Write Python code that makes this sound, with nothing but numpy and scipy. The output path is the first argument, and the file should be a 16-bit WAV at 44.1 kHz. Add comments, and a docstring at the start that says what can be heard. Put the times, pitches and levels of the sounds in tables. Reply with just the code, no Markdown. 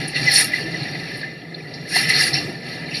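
"""Storm wind on a shore, heard by a small microphone inside a casing.
Noise for the turbulence and a steady spray hiss ring the casing's fixed resonances; its level and treble
change in gusts, and eddies add short puffs. Buffets are short swelling tones.
Underneath lies a low roar of wind and surf, made of smooth noise bands."""
import sys
import numpy as np
from scipy import signal
from scipy.io import wavfile
from scipy.ndimage import uniform_filter1d

SR = 44100
rng = np.random.default_rng(int(sys.argv[2]) if len(sys.argv) > 2 else 0)


def invert_db(level):
    """Linear amplitude ratio for a level in decibels (20 dB per decade), elementwise."""
    return 10 ** (np.asarray(level, dtype=float) / 20)


def bounce(signal):
    """Save signal as a 16-bit WAV file at the path given by the first command-line argument."""
    frames = np.transpose(np.atleast_2d(signal))
    limited = np.clip(frames, -1, 1)
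    pcm = np.round(limited * 32767).astype(np.int16)
    wavfile.write(sys.argv[1], SR, pcm)


N = 132300  # length in samples: 3 s

# Gusts of wind over the casing: [t/s, force/dB, fineness (treble against middle)/dB]
GUSTS = [(0.0, -22, -26), (0.07, -30.5, -27), (0.08, -34, -9), (0.14, -27.5, -32), (0.16, -17.5, -27.5),
         (0.21, -26.5, -17.5), (0.29, -14, -32.5), (0.34, -24.5, 9.5), (0.41, -21.5, 5), (0.46, -31.5, -5),
         (0.51, -26, -29), (0.54, -20.5, -27.5), (0.56, -22.5, -24.5), (0.68, -31, -24), (0.74, -26.5, -30),
         (1.2, -29.5, -29), (1.23, -28.5, -37.5), (1.44, -36.5, -42), (1.865, -34.5, -26.5),
         (1.89, -37.5, -3), (1.96, -20, -4.5), (2.08, -23, -19), (2.095, -19, -7), (2.13, -17, -25.5),
         (2.21, -20, -4), (2.25, -26.5, 1), (2.28, -23.5, -7), (2.325, -33, -12), (2.34, -25.5, -12.5),
         (2.4, -29, -16), (2.6, -36, -28.5), (2.7, -28.5, -25.5), (2.87, -29.5, -34.5), (3.0, -35, -2)]
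MEAN_FINENESS_DB = -12
# How far each region follows the fineness: [f/Hz, share/1]
FINENESS_SHARE = [(700, 0.26), (2000, 0.22), (4300, 0.33), (7000, 0.76), (9500, 0.88), (14000, 0.6)]
# Colour of the turbulence: [f/Hz, level/dB]
TURBULENCE_COLOUR = [(700, 6), (1200, 10.5), (1700, 18), (3000, 18.5), (5500, 15.5), (7000, -1.5),
                     (9500, 9), (12000, 3.5), (15000, 0)]
# Resonances of the casing: [f/Hz, width/Hz, level/dB]
CASING_RESONANCES = [(762, 115, -4.5), (1284, 30, -8), (1707, 55, -7.5), (1793, 95, 1), (1981, 163, 1),
                     (2276, 254, -6.5), (2750, 62, -4.5), (3754, 160, -10.5), (4316, 296, -2.5),
                     (4564, 160, -7.5), (5364, 114, -4), (5600, 183, -4), (6735, 137, -11),
                     (7480, 250, -12.5), (8920, 214, -7), (9460, 115, -3), (9670, 123, -13),
                     (10000, 370, -8), (10150, 310, -12.5), (10620, 106, -8.5), (11620, 160, -9.5)]
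# Single eddies that blow one part of the casing: [t/s, added gain before rise and decay/dB, f/Hz, decay/s]
SINGLE_EDDIES = [(0.078, 20, 9400, 0.007), (0.262, 17, 6030, 0.012), (0.314, 14, 13700, 0.0091),
                 (0.357, 14.5, 4160, 0.0042), (0.367, 4, 6070, 0.005), (0.438, 8, 11100, .04),
                 (1.17, 23.5, 10400, 0.0057), (1.23, 18.5, 1710, 0.0063), (1.544, 9, 3960, 0.018),
                 (1.737, 25, 4950, 0.0077), (1.952, 7, 13500, 0.017), (2.09, -15, 9300, 0.048),
                 (2.135, 8.5, 4830, 0.038), (2.329, 10.5, 4870, 0.059), (2.348, 20, 2750, 0.019),
                 (2.912, 11, 2750, 0.16), (2.942, 17.5, 4150, 0.025)]
PUFF_OCTAVES, PUFF_RISE_S = 0.17, 0.0015  # spread around the centre, time constant of the rise
# EDDY_DB is the rise per unit of swell; each user takes a share of it
EDDIES_PER_S, EDDY_DB, EDDY_DECAY_S = 40, 3.5, 0.0055
OWN_FLICKER_DB, OWN_EDDIES = 2, 0.29  # each resonance: size of its flicker, share of its own eddies
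HISS_DB = -49.5  # steady far spray, before the filter that brightens it
CASING_LEAK_DB, SMALL_MODES_T60_S = -23, 0.16
# Buffets, each a swelling tone: [t/s, peak level/dB, f/Hz, half-length/s]
BUFFET_TONES = [(0.161, -15.5, 1960, 0.0041), (0.225, -26, 149, 0.046), (0.279, -10, 2027, 0.0075),
                (0.29, -11.5, 1980, 0.0042), (0.539, -9.5, 1985, 0.0029), (0.665, -24.5, 330, 0.0096),
                (0.748, -18, 1980, 0.0032), (0.82, -18.5, 147, 0.008), (1.548, -24.5, 4200, 0.0028),
                (1.958, -14, 2080, 0.0027), (1.963, -18, 735, 0.0018), (1.967, -14, 890, 0.00093),
                (1.968, -10.5, 1990, 0.0033), (2.085, -27.5, 163, 0.017), (2.106, -7, 2027, 0.0037),
                (2.355, -28, 140, 0.031)]
# Roar of wind and surf over time: [t/s, level/dB]
ROAR_LEVEL = [(0.0, -28.5), (0.13, -33.5), (0.22, -28.5), (0.43, -32), (0.79, -30), (0.84, -31),
              (1.46, -37.5), (1.89, -34.5), (1.98, -31), (2.39, -29.5), (2.62, -34), (3.0, -33)]
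# Colour of the roar: [f/Hz, level/dB]
ROAR_TONE_COLOUR = [(25, -22), (80, -26), (115, -10.5), (150, 3), (195, -13), (240, -8.5), (330, -8),
                    (400, -11.5), (560, -16), (780, -14.5), (900, -26.5), (1300, -25.5)]
ROAR_FLICKER_DB = 1.5  # per unit of drift
# Hollows in the casing's response: [f/Hz, width/Hz]
CASING_HOLLOWS = [(845, 50), (1075, 128), (1550, 70)]
MICROPHONE_TOP_HZ = 14200
OVERLOAD = 1.2  # ceiling towards which peaks are rounded


def wind_on_casing():
    """Turbulence, flickering band by band, rings the casing with the force of the gust."""
    force_db, fineness_db = in_time(GUSTS)
    shared_eddies = eddies()
    # the difference of neighbouring samples makes the hiss brighter
    hiss = invert_db(HISS_DB) * signal.lfilter([1, -1], [1], rng.standard_normal(N))
    air = puffed_air = hiss
    for hz, noise in bands(low_hz=631.0, count=33, order=7):
        treble_db = at_hz(FINENESS_SHARE, hz) * (fineness_db - MEAN_FINENESS_DB)
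        level_db = force_db + at_hz(TURBULENCE_COLOUR, hz) + treble_db
        band = noise * invert_db(level_db + 0.077 * shared_eddies + 1.2 * eddies())
        air = air + band
        puffed_air = puffed_air + band * puffs(hz)
    return casing(air, puffed_air)


def casing(air, puffed_air):
    """Steep main resonances, each blown unevenly, over a ragged crowd of small modes."""
    t = np.arange(SR // 10) / SR
    # fading noise stands for many small modes ringing together
    crowd = rng.standard_normal(len(t)) * invert_db(-60 * t / SMALL_MODES_T60_S)
    crowd = crowd / np.sqrt(np.sum(crowd ** 2))
    out = invert_db(CASING_LEAK_DB) * signal.fftconvolve(puffed_air, crowd)[:N]
    for hz, width, db in CASING_RESONANCES:
        uneven_db = OWN_FLICKER_DB * drift(31.0) + OWN_EDDIES * eddies()
        blown = invert_db(db + uneven_db) * puffs(hz)
        # two peaks in a row make the flanks steep
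        out += resonance(blown * resonance(air, hz, 2 * width), hz, width)
    return out


def puffs(hz):
    """Extra gain near hz: each single eddy rises quickly and then dies away."""
    gain = np.ones(N)
    for s, db, centre_hz, decay in SINGLE_EDDIES:
        start = int(s * SR)
        age = np.arange(min(N - start, SR // 4)) / SR
        octaves_away = np.log2(hz / centre_hz)
        near = np.exp(-.5 * (octaves_away / PUFF_OCTAVES) ** 2)
        shape = (1 - np.exp(-age / PUFF_RISE_S)) * np.exp(-age / decay)
        gain[start:start + len(age)] += invert_db(db) * near * shape
    return gain


def eddies():
    """Random swells in dB that rise quickly and die away."""
    strength = np.minimum(rng.exponential(1, N), 2.2)
    starts = (rng.random(N) < EDDIES_PER_S / SR) * strength + 1e-18
    swell = signal.lfilter([1], [1, -np.exp(-1 / (EDDY_DECAY_S * SR))], starts)
    swell = uniform_filter1d(swell, size=SR // 250)  # soften over 4 ms
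    return EDDY_DB * (swell - swell.mean())


def buffets():
    """Short tones that swell and fade in a bell shape, one for each buffet."""
    t = np.arange(N) / SR
    out = np.zeros(N)
    for s, db, hz, half in BUFFET_TONES:
        bell = np.exp(-.5 * ((t - s) / half) ** 2)
        out += invert_db(db) * bell * np.sin(2 * np.pi * hz * (t - s))
    return out


def roar():
    """Wind and surf as low smooth noise, with a slight flicker in each band."""
    level_db, = in_time(ROAR_LEVEL)
    together = drift(4.1)
    low = np.zeros(N)
    for hz, noise in bands(low_hz=21.72, count=24, order=4):
        flicker_db = ROAR_FLICKER_DB * (0.37 * together + drift(6.6))
        low += noise * invert_db(at_hz(ROAR_TONE_COLOUR, hz) + flicker_db)
    return invert_db(level_db) * rms_one(low)


def resonance(x, hz, width):
    """Ringing at one frequency: a two-pole peak with gain 1 on top; a wider peak rings for less time."""
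    r = np.exp(-np.pi * width / SR)
    top = np.array([1, 0, -1]) * (1 - r * r) / 2
    return signal.lfilter(top, [1, -2 * r * np.cos(2 * np.pi * hz / SR), r * r], x)


def bands(low_hz, count, order):
    """Bands of noise, order to the octave, with their centres; neighbours are unrelated."""
    edges = low_hz * 2 ** (np.arange(count + 1) / order)
    white = rng.standard_normal((2, N + 4000))  # two noises, used in turn
    for k in range(count):
        sos = signal.butter(2, edges[k:k + 2], "band", fs=SR, output="sos")
        noise = signal.sosfilt(sos, white[k % 2])[4000:]  # skip the filter's start
        yield np.sqrt(edges[k] * edges[k + 1]), noise


def drift(rate):
    """Slow random wandering of rms 1: noise through two low-pass poles at rate, in Hz."""
    # worked out at every 40th sample, then joined by straight lines
    r = np.exp(-80 * np.pi * rate / SR)
    white = rng.standard_normal(N // 40 + 2002)
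    slow = signal.lfilter([1], [1, -2 * r, r * r], white)[2000:]
    return np.interp(np.arange(N) / 40, np.arange(len(slow)), rms_one(slow))


def rms_one(x):
    """Scale to rms 1."""
    return x / np.sqrt(np.mean(x ** 2) + 1e-20)


def in_time(rows):
    """Columns of a table as curves, one value per sample."""
    s, *columns = np.transpose(rows)
    return [np.interp(np.arange(N) / SR, s, c) for c in columns]


def at_hz(points, hz):
    """Read a table on a log-frequency axis."""
    table_hz, values = np.transpose(points)
    return np.interp(np.log(hz), np.log(table_hz), values)


def scene():
    """Wind on the casing and its buffets over the roar, in one channel."""
    return (wind_on_casing() + buffets() + roar())[None]


def top_cut(x):
    """Nothing passes above the cut-off."""
    return signal.sosfilt(signal.butter(12, 15690, fs=SR, output="sos"), x)


def record(dry):
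    """The casing weakens a few narrow regions, peaks are rounded and the microphone's top rolls off."""
    for hz, width in CASING_HOLLOWS:
        dry = dry - 0.85 * resonance(dry, hz, width)
    rounded = OVERLOAD * np.tanh(dry / OVERLOAD)
    roll_off = signal.butter(6, MICROPHONE_TOP_HZ, fs=SR, output="sos")
    mix = signal.sosfilt(roll_off, rounded)
    return top_cut(mix)


dry = scene()
out = record(dry)
bounce(out)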